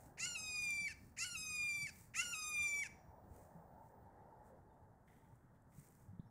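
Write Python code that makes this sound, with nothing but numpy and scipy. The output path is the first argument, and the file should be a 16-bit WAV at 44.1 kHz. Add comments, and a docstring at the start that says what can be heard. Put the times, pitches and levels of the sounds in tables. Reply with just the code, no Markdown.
"""Hawk beside a pond.

A hawk screams three times from the trees: a harsh rising rasp of alternating strong and weak
cycles breaks into a long falling whistle. Water, bushes and woods throw the screams back.
Light wind rumbles on the microphone and a far rush swells and fades. A hand brushes and bumps
the camera's case. Very faint: feet on the bank, a small bird, a rising tick, an electronic whine."""
import sys
import numpy as np
from scipy import signal
from scipy.fft import rfft, irfft, next_fast_len
from scipy.io import wavfile
from scipy.ndimage import uniform_filter1d

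SR = 44100
rng = np.random.default_rng(int(sys.argv[2]) if len(sys.argv) > 2 else 0)


def to_wav(sig):
    """Store sig (one row per channel, or 1-D mono) as 16-bit WAV at the path in sys.argv[1].

    Samples outside -1..1 are clipped; the rate is SR.
    """
    pcm = np.clip(np.atleast_2d(sig), -1, 1) * 32767
    pcm = np.round(pcm).astype(np.int16)
    wavfile.write(sys.argv[1], SR, pcm.T)  # frames by channels


N = 277830
TIME = np.arange(N) / SR


def amp(db):
    """Decibels to gain."""
    return 10 ** (np.asarray(db) / 20)


def unit(x):
    """Scales to rms 1."""
    return x / np.sqrt(np.mean(x ** 2) + 1e-20)


def read(points, hz):
    """Interpolates (f, value) rows on a log-frequency axis."""
    f, value = np.transpose(points)
    return np.interp(np.log(hz + 1), np.log(f + 1), value)


def add(mix, start_s, sound):
    """Adds a sound into the mix."""
    part = mix[max(round(start_s * SR), 0):][:len(sound)]
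    part += sound[:len(part)]


def noise(spectrum):
    """Steady noise of rms 1 with the given spectral shape."""
    gain = amp(read(spectrum, np.fft.rfftfreq(N, 1 / SR)))
    return unit(irfft(rfft(rng.standard_normal(N)) * gain, N))


def wander(rate_hz, size=N):
    """Random motion of rms 1, low-passed at rate_hz."""
    padded = next_fast_len(size)
    hz = np.fft.rfftfreq(padded, 1 / SR)
    white = rng.standard_normal(max(SR, padded))[:padded]
    return unit(irfft(rfft(white) / (1 + (hz / rate_hz) ** 2), padded)[:size])


def glide(pair, share):
    """First value to second as share goes from 0 to 1."""
    return pair[0] + (pair[1] - pair[0]) * share


def bell(t, centre, width):
    """Gaussian hump of height 1."""
    return np.exp(-((t - centre) / width) ** 2)


def swells(rows):
    """Gain curve of summed humps."""
    return sum(amp(db) * bell(TIME, centre_s, length_s / 2) for centre_s, length_s, db in rows)


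# Air spectrum: f/Hz, level/dB
AIR_SPECTRUM = [(20, -9.5), (60, -0.5), (130, 1.5), (220, -7), (310, -14), (480, -16), (800, -20),
                (1150, -15.5), (1850, -21.5), (2400, -44), (3500, -51), (8000, -38.5), (15500, -44.5)]


def air(level_db=-71.5):
    """Steady outdoor air."""
    return amp(level_db) * noise(AIR_SPECTRUM)


def whine(hz=15000, level_db=-87.5, stop_s=4.04):
    """The camera's electronics give a thin steady tone."""
    return amp(level_db) * np.sqrt(2) * np.sin(2 * np.pi * hz * TIME) * (TIME < stop_s)


# Rush spectrum: f/Hz, level/dB
RUSH_SPECTRUM = [(150, -21), (400, 0), (650, 1), (900, 4.5), (1150, -13.5), (1800, -18), (2500, -42.5)]
# Rush swells: centre t/s, length/s, level/dB
RUSH_SWELLS = [(0.0, 1.12, -69.5), (3.62, 2.14, -68), (4.34, 0.52, -71.5)]


def far_rush(rest_db=-76.5, patch_db=2.5):
    """A distant rush swells; moving air lets patches of its spectrum come and go."""
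    frames = signal.stft(noise(RUSH_SPECTRUM), SR, nperseg=1024)[2]
    blur = np.outer(np.hanning(9), np.hanning(13))  # bins x frames
    patches = unit(signal.fftconvolve(rng.standard_normal(frames.shape), blur, "same"))
    rush = unit(signal.istft(frames * amp(patch_db * patches), SR)[1][:N])
    return rush * (amp(rest_db) + swells(RUSH_SWELLS))


# Wind rumble spectrum: f/Hz, level/dB
WIND_SPECTRUM = [(20, -9.5), (45, -4.5), (75, 2), (170, -1), (250, -5.5), (340, -14), (900, -46)]


def wind(start_db=-63.5, slope_db_per_s=-1.03, gust_db=2, gust_hz=12):
    """Lumpy gusts on the microphone, easing steadily."""
    return noise(WIND_SPECTRUM) * amp(start_db + slope_db_per_s * TIME + gust_db * wander(gust_hz))


# Echo of the trees: f/Hz, t60/s, level/dB
WOODS_ECHO = [(1000, 0.53, -1.5), (1823, 1.1, 6), (2340, 0.57, -31.5), (3330, 0.68, 3), (5700, 0.67, 10),
              (7200, 0.75, -5), (15000, 0.12, -9.5)]


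def surroundings(dry, leaves_db=-15, leaves_t60_s=0.4, woods_db=-23):
    """Near leaves scatter the sound at once; the woods behind ring on faintly."""
    t = TIME[:SR]
    leaves = rng.standard_normal(SR) * amp(-60 * t / leaves_t60_s) * (t > 0.002)
    hz, frame_s, frames = signal.stft(rng.standard_normal(SR), SR, nperseg=256)
    band_hz, *columns = np.transpose(WOODS_ECHO)
    t60_s, colour_db = (read(np.transpose([band_hz, column]), hz)[:, None] for column in columns)
    woods = signal.istft(frames * amp(colour_db - 60 * frame_s / t60_s), SR, nperseg=256)[1][:SR]
    echo = amp(leaves_db) * leaves / np.linalg.norm(leaves)
    echo += amp(woods_db) * woods / np.linalg.norm(woods)
    return dry + signal.fftconvolve(dry, echo)[:N]


# Chirp, rising tick, chirp: t/s, length/s, start f/Hz, end f/Hz, level/dB
CHIRPS_AND_TICK = [(4.686, 0.05, 3800, 3450, -94), (6.191, 0.019, 2960, 4360, -79),
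                   (6.235, .075, 5270, 5600, -93)]


def chirps_and_tick():
    """Two thin chirps of a small bird in the bushes, and a short rising tick."""
    sweeps = np.zeros(N)
    for start_s, length_s, start_hz, end_hz, db in CHIRPS_AND_TICK:
        hz = np.linspace(start_hz, end_hz, round(length_s * SR))
        add(sweeps, start_s, amp(db) * np.hanning(len(hz)) * np.sin(2 * np.pi * np.cumsum(hz) / SR))
    return surroundings(sweeps, leaves_db=-3)


# Foot scuffs: t/s, level/dB, 1/e decay/s
FOOT_SCUFFS = [(3.345, -80, 0.025), (4.465, -88, 0.045), (5.075, -77, 0.16), (5.55, -86.5, 0.027),
               (5.723, -80, 0.036), (5.78, -91, 0.45)]
# Scuff spectrum: f/Hz, level/dB
SCUFF_SPECTRUM = [(700, -22), (1500, -9), (2000, -2), (2600, -20.5), (3400, -13.5), (4300, -28),
                  (9000, -25)]


def scuffs(grit_db=3, grit_hz=140):
    """Feet shift on the damp bank: sudden, gritty, soon over."""
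    push, t = np.zeros(N), TIME[:SR // 2]
    for start_s, db, decay_s in FOOT_SCUFFS:
        add(push, start_s, amp(db) * np.exp(-t / decay_s))
    return push * amp(grit_db * wander(grit_hz)) * noise(SCUFF_SPECTRUM)


# Finger strokes: centre t/s, length/s, level/dB
FINGER_STROKES = [(.01, 0.2, -70), (0.65, 0.18, -65.5), (1.025, 0.22, -76.5), (1.984, 0.19, -65.5),
                  (3.39, 0.16, -75), (3.5, 0.34, -84.5), (3.87, 0.13, -83), (4.475, 0.074, -78.5),
                  (5.15, 0.16, -82), (5.33, 0.22, -87), (5.81, 0.16, -71), (5.98, 0.21, -77)]
# Sliding skin spectrum: f/Hz, level/dB
BRUSH_SPECTRUM = [(900, -27.5), (2000, -4.5), (3200, -21), (5000, -14), (6500, -7), (8300, -3),
                  (11000, -12), (14000, -7.5), (16000, -5.5)]


def hand_brushes(grain_db=1, grain_hz=150, slips_per_s=60, slip_decay_s=0.0012):
    """Skin slides over the case with a grainy hiss; tiny slips crackle in it."""
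    slide = swells(FINGER_STROKES) * amp(grain_db * wander(grain_hz))
    slips = np.minimum(rng.exponential(1, N), 2) * (rng.random(N) < slips_per_s / SR)
    crackle = signal.fftconvolve(slips, np.exp(-TIME[:SR // 4] / slip_decay_s))[:N]
    return slide * (1 + crackle) * noise(BRUSH_SPECTRUM)


# Skin catches: t/s, level/dB
SKIN_CATCHES = [(0.623, -35), (0.655, -35), (0.7065, -28.5), (5.356, -67), (5.622, -67), (5.784, -61),
                (5.798, -47.5), (5.887, -56.5)]
# Tick spectrum: f/Hz, level/dB
TICK_SPECTRUM = [(2000, -40.5), (5800, -22), (7200, -2), (8500, 7), (11000, -8), (16000, -27)]


def hand_ticks(gain_db=-7, decay_s=0.0012):
    """Skin catches on the case in short bright ticks."""
    envelope, t = np.zeros(N), TIME[:SR // 4]
    for start_s, db in SKIN_CATCHES:
        add(envelope, start_s, amp(db + gain_db) * np.exp(-t / decay_s))
    return envelope * noise(TICK_SPECTRUM)


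# Knocks on the case: t/s, level/dB, f/Hz, t60/s
CASE_KNOCKS = [(0.812, -51, 172.7, 0.14), (1.827, -42, 142.2, 0.071), (3.08, -48.5, 81.14, 0.13),
               (3.307, -45.5, 75.5, 0.12), (3.55, -51.5, 167.3, 0.27), (5.32, -52.5, 118.5, 0.21),
               (5.782, -41.5, 143, 0.054), (6.082, -48, 101, 0.3), (6.128, -48.5, 177, 0.15),
               (6.195, -25.5, 150, 0.021), (6.248, -52.5, 115, 0.2)]


def hand_bumps(rise_s=0.0036):
    """The hand knocks the case softly: one damped low tone each."""
    bumps, t = np.zeros(N), TIME[:SR // 4]
    for start_s, db, hz, t60_s in CASE_KNOCKS:
        envelope = amp(db - 60 * t / t60_s) * (1 - np.exp(-t / rise_s))
        add(bumps, start_s, envelope * np.sin(2 * np.pi * hz * t))
    return bumps


# Scream stages take t/s and u (share done, 0-1). They return f/Hz, ring/dB (main throat resonance),
# over/dB (partials outside it), half/dB (lines between the harmonics), roughness (0-1).
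def swoop(t, u, span_hz=(531, 1220)):
    """The voice starts low and shoots up."""
    hz = np.exp(glide(np.log(span_hz), u))
    ring_db = -50 - 16 * (1 - u) ** 2
    over_db, half_db, rough = glide((-71.5, -54), u), -24, 0.32
    return hz, ring_db, over_db, half_db, rough


def rasp(t, u, flare_db, span_hz=(1187, 1419), climb_s=0.022):
    """Strong and weak cycles alternate; the pitch climbs to a ceiling and the ring flares once."""
    hz = glide(span_hz, 1 - np.exp(-t / climb_s))
    ring_db = -49.5 + flare_db * bell(t, centre=0.038, width=0.011)
    over_db, half_db, rough = glide((-47, -40.5), u), -7, 0.19
    return hz, ring_db, over_db, half_db, rough


SHRIEK_HZ = (1483, 1403)


def shriek(t, u, settle_s=0.035):
    """The voice flips to its highest pitch, then thins and clears."""
    ring_db, over_db, half_db, rough = (-45.5, -58.5), (-47, -49), (-9, -32), (0.33, 0.05)
    settled = 1 - np.exp(-t / settle_s)
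    return [glide(pair, settled) for pair in (SHRIEK_HZ, ring_db, over_db, half_db, rough)]


def whistle(t, u, first_hz, last_hz, swell_at_s, fade_db,
            break_s=0.014, yelp_db=8, swell_s=0.06, sag_hz=152.6, sag_s=0.0064):
    """The voice breaks with a yelp to a clean falling tone that swells and may fade toward its end."""
    hz = glide((first_hz, last_hz), u) + (SHRIEK_HZ[1] - first_hz) * np.exp(-(t / break_s) ** 3)
    hz -= sag_hz * np.exp((t - t[-1]) / sag_s)  # the air runs out
    swell = 0.5 + 0.5 * np.tanh((t - swell_at_s) / swell_s)
    ring_db = glide((-51.5, -40.5), swell) + fade_db * u ** 3
    ring_db += yelp_db * bell(t, centre=0.01253, width=0.0087)
    over_db, half_db, rough = glide((-49, -53), u), glide((-32.5, -62.5), u), glide((0.049, 0.0074), u)
    return hz, ring_db, over_db, half_db, rough


def groan(t, u, span_hz=(906, 700), release_s=0.0047):
    """The voice drops to a low, rough register and dies."""
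    release_db = -12 * np.exp((t - t[-1]) / release_s)
    ring_db, over_db = -53 + release_db, glide((-59, -58), u) + release_db
    half_db, rough = -28.5, 0.45
    return glide(span_hz, u ** 2.5), ring_db, over_db, half_db, rough


def gesture(start_s, shriek_s, whistle_s, groan_s, end_s, force_db, flare_db, *whistle_shape,
            swoop_s=0.025, join_s=0.0013, force_decay_s=0.35,
            sway_db=0.8, sway_cents=5, sway_hz=13, lurch_cents=50, lurch_hz=60):
    """Joins the five stages; the attack's force wears off, the voice sways and, when rough, lurches."""
    edges = [round(s * SR) for s in (start_s, start_s + swoop_s, shriek_s, whistle_s, groan_s, end_s)]
    clocks = [(TIME[:n], np.arange(n) / n) for n in np.diff(edges)]
    stages = (swoop(*clocks[0]), rasp(*clocks[1], flare_db), shriek(*clocks[2]),
              whistle(*clocks[3], *whistle_shape), groan(*clocks[4]))
    controls = np.hstack([np.broadcast_arrays(*stage) for stage in stages])
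    hz, ring_db, over_db, half_db, rough = uniform_filter1d(controls, round(join_s * SR), axis=1)
    size = len(hz)
    push_db = force_db * np.exp(-TIME[:size] / force_decay_s)
    ring_db += push_db + sway_db * wander(sway_hz, size)
    cents = sway_cents * wander(sway_hz, size) + lurch_cents * rough * wander(lurch_hz, size)
    return hz * 2 ** (cents / 1200), ring_db, over_db + push_db, half_db, rough


def voice_crack(hz, above_hz=1100, fall_per_s=1.1):
    """A sudden pitch drop cracks the voice (0-1), in the high register only."""
    log_fall_per_s = np.maximum(-np.gradient(np.log(hz)) * SR, 0) * (hz > above_hz)
    return np.tanh((uniform_filter1d(log_fall_per_s, size=300) / fall_per_s) ** 2)


# Throat response outside the main resonance: f/Hz, level/dB
THROAT_RESPONSE = [(600, -40), (1100, -26.5), (1230, -7), (1420, -2), (2400, -8), (3300, -9.5), (3700, 1),
                   (4700, 7), (6000, 3.5), (7000, 4), (8300, -9), (10000, -7), (13000, -18), (16000, -18.5)]


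def tract_db(partial_hz, hz, half_db, gape_hz=6875, gape_width_hz=1400, dull_below_hz=740):
    """Throat and beak colour: the beak gapes while the period is doubled; low notes are duller."""
    gape_db = 14.5 * bell(partial_hz, gape_hz, gape_width_hz) - 8 * (partial_hz / 10000) ** 2
    strain = np.sqrt(amp(half_db))
    dull_db = -14 * partial_hz / 10000 / (1 + (hz / dull_below_hz) ** 20)
    return read(THROAT_RESPONSE, partial_hz) + strain * gape_db + dull_db


# Turbulence in the strained throat: f/Hz, level/dB
HOARSE_SPECTRUM = [(1000, -39), (2200, -11), (3300, -25), (4400, -9), (5200, 4.5), (6700, -11.5),
                   (7600, 1.5), (8500, -2.5), (10500, -8), (15000, -26)]
# Air past the open beak: f/Hz, level/dB
HISS_SPECTRUM = [(4500, -28.5), (6300, 1), (7300, 2), (9500, 8.5), (11000, -5.5), (15500, -14.5)]


def breath(cycles, turbulence, hoarse_db=1, hiss_db=-22):
    """Air puffs through the throat on every strong cycle and hisses past the beak."""
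    size = len(cycles)
    puffs = noise(HOARSE_SPECTRUM)[:size] * (1 + np.cos(np.pi * cycles))
    return amp(hoarse_db) * turbulence * puffs + amp(hiss_db) * noise(HISS_SPECTRUM)[:size]


def scream(hz, ring_db, over_db, half_db, rough, facing, partials=26, ring_hz=2230, ring_width_hz=662,
           quaver_hz=28, over_quaver_db=3.5, ring_quaver_db=0.6, crack_db=-5, shimmer=0.36):
    """The syrinx drives the throat; period doubling adds lines between harmonics, more so high up."""
    size = len(hz)
    crack = voice_crack(hz)
    turbulence = rough ** 2 / (rough + 0.084) + 0.13 * crack
    jitter = 0.055 * turbulence * wander(600, size) + 0.0014 * wander(45, size)
    cycles = np.cumsum(hz * (1 + jitter)) / SR
    multiple = np.arange(1, partials + 1)[:, None] / 2
    partial_hz = multiple * hz
    half_lines = np.minimum(amp(half_db) * np.sqrt(multiple / 2), 1)
    source = np.where(multiple % 1 > 0, half_lines, 1)

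    resonance = np.exp(-((partial_hz - ring_hz) / ring_width_hz) ** 4)
    colour_db = tract_db(partial_hz, hz, half_db) + read(facing, partial_hz)
    ring = source * resonance
    over = source * (1 - resonance) * amp(colour_db)
    quaver = amp(over_quaver_db * np.array([wander(quaver_hz, size) for _ in multiple]))
    gains = amp(ring_db + ring_quaver_db * wander(quaver_hz, size)) * ring / np.linalg.norm(ring, axis=0)
    gains += amp(over_db + crack_db * crack) * quaver * over / np.linalg.norm(over, axis=0)

    lag = rng.random((partials, 1))  # the throat delays each partial differently
    voice = np.sqrt(2) * (gains * np.sin(2 * np.pi * (multiple * cycles + lag))).sum(0)
    voice += amp(over_db) * breath(cycles, turbulence)
    flutter = 1 + shimmer * turbulence * wander(340, size)  # uneven cycle strength
    return voice * flutter * signal.windows.tukey(size, 0.01)


# Screams: start t/s, shriek t/s, whistle t/s, groan t/s, end t/s, attack force/dB, rasp flare/dB,
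# then for the whistle: first f/Hz, last f/Hz, swell delay/s, end fade/dB
HAWK_SCREAMS = [(0.171, 0.257, 0.347, 0.883, 0.935, -1, 9, 1282, 1150, 0.19, -1.5),
                (1.163, 1.245, 1.343, 1.872, 1.906, 0, 7, 1282, 1150, 0.18, -4),
                (2.136, 2.214, 2.326, 2.837, 2.878, 3, 11.5, 1270, 1134, 0.19, 0)]
# Overtone colour from the way the bird faces: f/Hz, level/dB in scream 1, 2, 3
FACING_COLOUR = [(1300, 1, 0.5, 7), (3600, -0.5, -3.5, 0.5), (4530, 3.5, 0, -11), (5800, 1.5, -3, 2),
                 (7200, 6, 2.5, 2), (8850, 10, 8, 7), (13500, 2.5, 2.5, 4.5)]


def hawk(gain_db=-1):
    """Three screams among the trees, the bird facing another way for each."""
    voice = np.zeros(N)
    band_hz, *facings_db = np.transpose(FACING_COLOUR)
    for row, facing_db in zip(HAWK_SCREAMS, facings_db):
        facing = np.transpose([band_hz, facing_db])
        add(voice, row[0], scream(*gesture(*row), facing))
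    return amp(gain_db) * surroundings(voice)


def scene():
    """All sources at one microphone."""
    mix = hawk() + wind() + far_rush() + air()
    mix += hand_brushes() + hand_ticks() + hand_bumps()
    mix += scuffs() + chirps_and_tick() + whine()
    return mix[None]


def record(dry, cutoff_hz=15720):
    """The recorder's band limit."""
    lowpass = signal.firwin(511, cutoff_hz, window=("kaiser", 9), fs=SR)
    return signal.oaconvolve(dry, lowpass[None], "same")


dry = scene()
out = record(dry)
to_wav(out)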